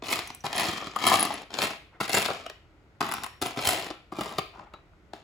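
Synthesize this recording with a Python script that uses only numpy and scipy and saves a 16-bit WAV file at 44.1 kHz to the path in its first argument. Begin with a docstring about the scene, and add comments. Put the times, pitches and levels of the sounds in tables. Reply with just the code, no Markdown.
"""A hand rummages through small plastic toy bricks in a shallow cardboard box, in a quiet room.
It starts with a run of short strokes: each contact clicks a brick and knocks the cardboard under it,
and a few small parts ring on. At 2.5 s the hand rests; at 3 s it drops onto the pile and stirs again.
From 4 s come weaker strokes, a firm knock and soft fingertip rubs, then one last tap just after 5 s.
Box walls and room answer throughout, heard through two close microphones."""
import sys
import numpy as np
from scipy import signal
from scipy.fft import rfft, irfft, next_fast_len
from scipy.io import wavfile

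SR = 44100
rng = np.random.default_rng(int(sys.argv[2]) if len(sys.argv) > 2 else 0)


def digitize_waveform(pressure):
    """Quantize a signal to 16-bit integers and store it at the path in sys.argv[1].

    Rows of a 2-D input are taken as channels; values are limited to [-1, 1].
    """
    field = np.atleast_2d(pressure).T
    bounded = np.clip(field, -1, 1)
    quanta = np.round(bounded * 32767).astype(np.int16)
    wavfile.write(sys.argv[1], SR, quanta)


N = 230881

# The room's hush. Each row: frequency in Hz, level in dB.
HUSH_SPECTRUM = [(15, -34.5), (25, -14.5), (53, -7), (76, -9), (263, -24), (301, -16), (394, -22.5),
                 (1100, -30.5), (1400, -27.5), (1740, -34), (1940, -29.5), (2840, -38), (16000, -62.5)]
# The room's tail. Each row: frequency in Hz, t60 (time to fall 60 dB) in seconds.
ROOM_DECAY = [(150, 0.23), (500, 0.4), (1200, 0.34), (2700, 0.48), (7000, 0.35), (15000, 0.37)]
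# The colour of the reverb. Each row: frequency in Hz, gain in dB.
REVERB_EQ = [(100, -3.5), (700, -4), (1300, 0.5), (2500, 4.5), (5000, -3.5), (9000, -6), (15000, -7)]
# The width of reverb and hush. Each row: frequency in Hz, left-right likeness (1 is mono).
DIFFUSE_LIKENESS = [(40, 0.86), (150, 0.91), (400, .8), (700, 1), (1200, 0.38), (1800, 0.14), (5500, 0.1),
                    (7500, 0.88), (15000, 0.93)]
# A fingertip brushes the cardboard. Each row: start and end in seconds, level in dB.
FINGER_RUBS = [(1.911, 1.989, -56), (2.923, 2.974, -71.5), (4.65, 4.699, -54.5), (4.702, 4.784, -56.5),
               (4.93, 4.939, -60)]
# Small parts bounce free and ring. Each row: start in seconds, pitch in Hz, level in dB, t60 in seconds.
RINGING_PARTS = [(0.276, 5940, -51.5, 0.38), (0.406, 5850, -45.5, .06), (0.560, 9900, -28.5, .04),
                 (0.579, 10340, -24, 0.022), (0.608, 10090, -27, 0.037), (1.08, 10350, -20.5, .03),
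                 (1.195, 10230, -18.5, .025), (1.205, 10380, -18, 0.03), (1.228, 10450, -13.5, 0.026),
                 (1.339, 10400, -33, 0.022), (2.147, 7240, -23.5, 0.09), (3.125, 5500, -48.5, 0.7),
                 (4.737, 3890, -52, 0.15)]
# The cardboard floor's modes. Each row: pitch in Hz, level in dB, t60 in seconds.
FLOOR_MODES = [(119, -11, 0.058), (220, -4, 0.057), (300, -2.5, 0.056), (389.7, 1.5, 0.036),
               (495, -4, 0.023), (590, -3, .025), (696, -0.5, 0.037), (786, -3.5, 0.044),
               (1037, -1.5, 0.027), (1184, 0, 0.026), (1320, -3.5, 0.035)]
# The colour of a plastic click. Each row: frequency in Hz, gain in dB.
PLASTIC_EQ = [(600, -15), (1500, 0.5), (2200, 2), (3500, 1), (5000, -1.5), (6000, -6.5), (7300, -6),
              (9000, -10.5), (10400, -4.5), (11300, -12.5), (13500, -13), (15700, -16)]
# Single hard contacts. Each row: time in seconds, levels in dB of brick click, edge tick, cardboard
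# knock and cardboard thump, then the rebound in dB relative to the landing.
HARD_HITS = [(0.023, -40.5, -72, -35.5, -37.5, -19), (0.128, -22.5, -30.5, -29, -39.5, -2.5),
             (0.19, -27.5, -37, -32.5, -40, -11), (0.275, -58, -39.5, -64, -55, -15),
             (0.303, -37, -54, -38, -41.5, -30), (0.348, -59, -38, -64, -58, -22),
             (0.441, -54, -61, -31, -35, -3), (0.465, -31, -57, -33.5, -41, -19),
             (0.529, -28.5, -41, -34.5, -50.5, -16.5), (0.58, -28, -36, -33, -43, -16),
             (0.685, -29.5, -45, -31, -28.5, -2.5), (0.823, -59, -62, -35, -44, -16.5),
             (0.87, -36.5, -50, -37.5, -35, -14), (0.961, -34.5, -38, -24.5, -41, -8.5),
             (1.067, -22, -20, -21.5, -39, -2.5), (1.117, -37, -40, -16.5, -38.5, -14),
             (1.132, -23.5, -31, -19.5, -38.5, 3), (1.251, -29.5, -28, -28.5, -32.5, -14.5),
             (1.305, -40.5, -60, -26, -55.5, -20), (1.42, -64, -53, -60, -50, -15),
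             (1.54, -29.5, -48, -44, -44.5, -13.5), (1.587, -23.5, -40, -25.5, -42.5, -13.5),
             (1.618, -24, -31, -29, -41.5, 0.5), (2.003, -36, -42.5, -29, -32.5, 4),
             (2.094, -30, -31.5, -30.5, -35, -7.5), (2.142, -26.5, -29.5, -24.5, -27, -0.5),
             (2.17, -24, -38, -25.5, -24.5, -0.5), (2.259, -25.5, -35, -31, -43.5, -13.5),
             (2.286, -41, -54, -26, -35, -12), (2.303, -36, -61, -27, -32, -4),
             (2.463, -35.5, -50, -37.5, -46.5, -24), (2.498, -38, -50.5, -43, -54, -18),
             (3.007, -29.5, -38.5, -23, -33, -1.5), (3.027, -34.5, -45, -26, -34, -22),
             (3.054, -42, -47, -31, -53, -19), (3.089, -39, -41, -33.5, -57, -21),
             (3.114, -36.5, -35, -33, -50, 3), (3.138, -31.5, -29.5, -30.5, -54.5, -30),
             (3.235, -32, -34.5, -33, -48, -2.5), (3.263, -43, -41, -37, -54, -16),
             (3.416, -34, -36, -33, -32, 5), (3.46, -32, -45, -29.5, -34, -11),
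             (3.561, -58, -53, -39.5, -53, -22), (3.573, -33, -46, -32.5, -25.5, -8),
             (3.59, -31.5, -54, -28, -36, -12), (3.672, -22.5, -20, -33.5, -30, -13),
             (3.844, -37.5, -47, -58, -55, -17), (3.865, -38.5, -46, -41, -38, -13.5),
             (3.903, -37, -56, -35.5, -36.5, -2.5), (4.123, -52, -54.5, -34.5, -32, -9),
             (4.186, -55, -60, -34.5, -25.5, -9), (4.209, -32, -37, -28, -30, -7.5),
             (4.384, -25, -35, -22.5, -25.5, -5.5), (4.737, -48.5, -66, -42.5, -46.5, -16),
             (5.134, -41.5, -60, -36, -40, -23.5)]
# Strokes of the hand; one that crests at once is the hand dropping onto the pile.
# Each row: start, crest and end in seconds, click level at the crest in dB, settling in dB per second,
# tick over click in dB, knock over click in dB, floor stiffness as an upward tilt in dB.
HAND_STROKES = [(0.031, 0.117, 0.37, -32, 116, -3.5, -3, -2.5),
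                (0.432, 0.466, 0.52, -40, 110, -8, 2.5, -1.5),
                (0.51, 0.604, 1.4, -28.5, 69.5, -6, -2.5, -1.5),
                (0.952, 0.964, 0.98, -43, 150.5, -18, 0.5, 6),
                (0.979, 1.089, 1.438, -24.5, 69.5, -3, -0.5, -2),
                (1.5, 1.631, 1.77, -31.5, 130.5, -5, -1, 0),
                (2.001, 2.007, 2.065, -34.5, 18, -7, -4.5, 6.5),
                (2.075, 2.152, 2.52, -27.5, 87, -1.5, -2.5, -1.5),
                (3.006, 3.011, 3.24, -41.5, 29.5, -10, 2.5, 7),
                (3.414, 3.415, 3.555, -34.5, 115.5, -2, -0.5, -5.5),
                (3.561, 3.687, 3.95, -27, 103.5, -0.5, -1.5, -1),
                (4.113, 4.211, 4.4, -43.5, 33, -7.5, 4.5, -0.5), (4.53, 4.564, 4.65, -61, 32, -19, 14.5, 1),
                (5.133, 5.136, 5.4, -54.5, 150, -11, 1, -4.5)]
# Phase between the microphones. Each row: frequency in Hz, lead of the left in radians.
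MIC_PHASE = [(0, 0), (700, .5), (1800, .1), (2900, 1.2), (3700, .2), (7000, 0), (7600, -.4), (9100, -3.1),
             (11300, -6.3), (13300, -9.4), (15000, -12.5), (16500, -12.6)]
# Balance between the microphones. Each row: frequency in Hz, left minus right in dB.
MIC_BALANCE = [(60, -1.5), (110, 0.5), (200, -0.5), (380, 0), (700, 4), (1290, 2.5), (2380, -1), (4400, 6),
               (8120, 0), (15000, 0)]

SWELL_DB_PER_S = 152.5  # the pile gets louder as the hand speeds up
TICK_GROWTH, KNOCK_GROWTH = 1.71, 0.86  # dB of edge tick and of cardboard knock per dB of effort
LIFT_S, LIFT_DB = 0.056, 5  # the hand lets go over the end of each stroke
REBOUND_S = 0.007  # a struck piece rocks and lands again
MAX_CONTACTS, TOP_HZ = 4000, 15900
T = np.arange(4096) / SR  # seconds within one contact


def amp(db):
    """Decibels to gain."""
    return 10 ** (np.asarray(db) / 20)


def along(points, hz):
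    """A curve of (Hz, value) points, read on a log frequency axis."""
    freqs, values = np.transpose(points)
    return np.interp(np.log(hz + 1), np.log(freqs + 1), values)


def band(hz, lo, hi, order):
    """Gain of a band-pass."""
    return 1 / np.sqrt((1 + (lo / (hz + 1)) ** (2 * order)) * (1 + (hz / hi) ** (2 * order)))


def filtered(x, response):
    """Shape x with a frequency response."""
    size = next_fast_len(N + SR // 2)
    return irfft(rfft(x, size) * response(np.fft.rfftfreq(size, 1 / SR)), size)[..., :N]


def coloured(blows, gain):
    """Minimum-phase EQ for short sounds; each leaves with the energy of 5 ms at full level."""
    n = len(T)
    cepstrum = irfft(np.log(np.maximum(gain(np.fft.rfftfreq(n, 1 / SR)), 1e-5)))
    fold = np.r_[1, np.full(n // 2 - 1, 2), 1, np.zeros(n // 2 - 1)]
    shaped = irfft(rfft(blows) * np.exp(rfft(cepstrum * fold)))
    return shaped / np.linalg.norm(shaped, axis=-1, keepdims=True) * np.sqrt(.005 * SR)


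def add(track, start_s, sound):
    """Mix a sound into the track."""
    start = int(np.clip(start_s * SR, 0, N - 1))
    track[start:start + len(sound)] += sound[:N - start]


def stroke_at(times):
    """The columns of the stroke last begun at each time."""
    rows = np.array(HAND_STROKES)
    return rows[np.maximum(np.searchsorted(rows[:, 0], times) - 1, 0)].T


def widened(pair):
    """Two unrelated signals become left and right, as alike as a diffuse field at the microphones."""
    turn = lambda hz: np.arccos(np.clip(along(DIFFUSE_LIKENESS, hz), -1, 1)) / 2
    mid, side = filtered(pair, lambda hz: np.array([np.cos(turn(hz)), np.sin(turn(hz))]))
    return np.array([mid + side, mid - side])


def room_tone(level_db):
    """The bed: the low, steady hush of the room."""
    noise = widened(rng.standard_normal((2, N)))
    hush = filtered(noise, lambda hz: amp(along(HUSH_SPECTRUM, hz)) * band(hz, 39, SR, order=3))
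    return amp(level_db) * hush / hush.std()


def reverb(source, walls_db, walls_t60, tail_db, positions):
    """The box walls answer at once, the room after them; the paths change as the hand moves."""
    wet, knots = np.zeros((2, N)), np.linspace(0, N, positions)
    for k in range(positions):
        hz, t, noise = signal.stft(rng.standard_normal((2, SR // 2)), SR, nperseg=256)
        decay = amp(-60 * t / along(ROOM_DECAY, hz)[:, None])
        tail = signal.istft(noise * decay * (1 - np.exp(-t / 0.003)), SR)[1]
        t = np.arange(tail.shape[1]) / SR
        walls = rng.standard_normal(tail.shape) * amp(-60 * t / walls_t60) * (t > .0008)
        answer = amp(tail_db) * tail / np.linalg.norm(tail[0])
        answer += amp(walls_db) * walls / np.linalg.norm(walls[0])
        start, end = int(knots[max(k - 1, 0)]), int(knots[min(k + 1, positions - 1)])
        crossfade = np.sqrt(np.interp(np.arange(start, end), knots, np.arange(positions) == k))
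        for track, response in zip(wet, answer):
            add(track, start / SR, signal.fftconvolve(source[start:end] * crossfade, response))
    return filtered(widened(wet), lambda hz: amp(along(REVERB_EQ, hz)))


def finger_rubs(lo_hz, hi_hz):
    """Skin sliding on cardboard: soft swells of midrange friction."""
    swells = np.zeros(N)
    friction = filtered(rng.standard_normal(N), lambda hz: band(hz, lo_hz, hi_hz, order=3))
    for start, end, db in FINGER_RUBS:
        add(swells, start, amp(db) * np.hanning(max(int((end - start) * SR), 2)))
    return swells * friction / friction.std()


def ringing_parts(trim_db, chatter):
    """A small free part rings while it chatters on its neighbours, which blurs its pitch."""
    track, t = np.zeros(N), np.arange(SR // 2) / SR
    for start, hz, db, t60 in RINGING_PARTS:
        blur = np.cumsum(rng.standard_normal(len(t))) * np.sqrt(2 * np.pi * chatter * hz / SR)
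        add(track, start, amp(db + trim_db - 60 * t / t60) * np.sin(2 * np.pi * hz * t + blur))
    return track


def cardboard_knocks(lo_hz, hi_hz, count):
    """Knocks at many spots: the spot sets each mode's strength, the load of bricks shifts its pitch."""
    ring = np.zeros((count, len(T)))
    for hz, db, t60 in FLOOR_MODES:
        strength, shift = rng.standard_normal((2, count, 1))
        envelope = amp(db + 2.86 * abs(strength) - 60 * T / t60)
        ring += np.sign(strength) * envelope * np.sin(2 * np.pi * hz * (1 + 0.036 * shift) * T)
    scuff = 3.6 * rng.standard_normal(ring.shape) * amp(-60 * T / 0.019)
    return coloured(ring + scuff, lambda hz: band(hz, lo_hz, hi_hz, order=4))


def floor_stiffness(knocks, split_hz):
    """The floor is stiffer and sounds higher near the walls, so each stroke tilts its knocks' tone."""
    tilt = amp(stroke_at(np.arange(N) / SR)[-1])
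    lower = filtered(knocks, lambda hz: band(hz, 0, split_hz, order=8))
    return (lower + tilt * (knocks - lower)) / np.sqrt((1 + tilt ** 2) / 2)


def brick_clicks(lo_hz, hi_hz, base_t60, crack, crack_t60, rise_s, count=128, modes=14):
    """Clicks of many pieces: a crack as the edges catch, then each piece's own heavily damped modes."""
    ring = np.zeros((count, len(T)))
    for _ in range(modes):
        hz = rng.uniform(lo_hz, hi_hz, (count, 1))
        t60 = base_t60 * rng.uniform(0.98, 1.42, (count, 1))
        ring += rng.uniform(-1, 1, (count, 1)) * np.sin(2 * np.pi * hz * T) * amp(-60 * T / t60)
    snap = crack * rng.standard_normal(ring.shape) * amp(-60 * T / crack_t60)
    clicks = (ring + snap) * (1 - np.exp(-T / rise_s))
    return coloured(clicks, lambda hz: amp(along(PLASTIC_EQ, hz)) * band(hz, lo_hz, hi_hz, order=5))


def contacts(voice, times, levels_db):
    """Each contact fires a random sound from the voice's bank, radiating unevenly to left and right."""
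    bank, scatter_db = voice
    pair = np.zeros((2, N))
    picks = rng.integers(len(bank), size=MAX_CONTACTS)
    pans_db = scatter_db * rng.standard_normal(MAX_CONTACTS)
    for start, db, pick, pan_db in zip(times, levels_db, picks, pans_db):
        add(pair[0], start, amp(db + pan_db / 2) * bank[pick])
        add(pair[1], start, amp(db - pan_db / 2) * bank[pick])
    return pair


def hard_hits(voices, trims_db, graze_db, max_graze_s):
    """Pieces drop or snap on each other and the box: a corner grazes, the face lands, then rebounds."""
    times, *levels, rebound_db = np.transpose(HARD_HITS)
    grazes = times - max_graze_s * rng.uniform(0.44, 1, len(times))
    touches = np.r_[grazes, times, times + REBOUND_S]
    return np.array([contacts(voice, touches, trim + np.r_[db + graze_db, db, db + rebound_db])
                     for voice, db, trim in zip(voices, levels, trims_db)])


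def rummage(voices, trims_db, contacts_per_s, spread_db, seat_db, corner_db):
    """Pieces jostle as each stroke swells and settles; their edges tick most when pushed hard."""
    slip, force, seat, corner = rng.random((4, MAX_CONTACTS))
    times = (np.arange(MAX_CONTACTS) + 2 * slip) / contacts_per_s
    start, crest, end, crest_db, settling, tick_over_db, knock_over_db, _ = stroke_at(times)
    moving = (start < times) & (times < end)
    effort_db = np.minimum(SWELL_DB_PER_S * (times - crest), settling * (crest - times))
    effort_db -= LIFT_DB * np.clip(1 - (end - times) / LIFT_S, 0, 1)
    touch_db = crest_db + spread_db * (force ** 2.56 - 1)  # many light touches, few hard ones
    click_db = touch_db + effort_db
    # A corner ticks more than a flat face; a piece lying on the floor knocks it harder.
    tick_db = touch_db + tick_over_db + TICK_GROWTH * effort_db + corner_db * (corner - .5)
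    knock_db = touch_db + knock_over_db + KNOCK_GROWTH * effort_db + seat_db * (seat - .5)
    levels = click_db, tick_db, knock_db, knock_db  # the thump follows the knock
    return np.array([contacts(voice, times[moving], db[moving] + trim)
                     for voice, db, trim in zip(voices, levels, trims_db)])


def scene():
    """The mix: bricks and box up close, their reverb behind, the hush underneath."""
    click = brick_clicks(1444, 7895, base_t60=0.012, crack=3.6, crack_t60=0.017, rise_s=0.00018)
    tick = brick_clicks(7670, 16570, base_t60=0.011, crack=3.2, crack_t60=0.015, rise_s=0.0003)
    knock = cardboard_knocks(lo_hz=537, hi_hz=1580, count=64)
    thump = cardboard_knocks(lo_hz=70, hi_hz=463, count=64)
    # A contact's four voices, each with its left-right scatter in dB; the trims follow this order.
    voices = (click, 4), (tick, 3), (knock, 2.2), (thump, .6)
    stirred = rummage(voices, trims_db=(1.02, 2.1, 1.57, -4.5), contacts_per_s=380,
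                      spread_db=11, seat_db=9, corner_db=11.5)
    struck = hard_hits(voices, trims_db=(-3.5, -2.1, -0.5, -1.47), graze_db=-20, max_graze_s=0.0034)
    clicks, ticks, knocks, thumps = stirred + struck
    rubs = finger_rubs(lo_hz=639, hi_hz=1237)
    pile = clicks + ticks + floor_stiffness(knocks, split_hz=760) + thumps + rubs
    ringing = ringing_parts(trim_db=1.5, chatter=0.012)
    send = pile.mean(axis=0) + amp(-5) * ringing
    wet = reverb(send, walls_db=-4, walls_t60=0.013, tail_db=-5.5, positions=24)
    return pile + ringing + wet + room_tone(level_db=-58)


def record(dry):
    """A camera's two close microphones differ in phase and level; a steep cut takes off the very top."""
    def response(hz):
        sides = np.array([[.5], [-.5]])
        lead = np.interp(hz, *np.transpose(MIC_PHASE))
        balance = amp(along(MIC_BALANCE, hz) * sides)
        return balance * np.exp(1j * lead * sides) * band(hz, 0.73, TOP_HZ, order=80)
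    return filtered(dry, response)


dry = scene()
out = record(dry)
digitize_waveform(out)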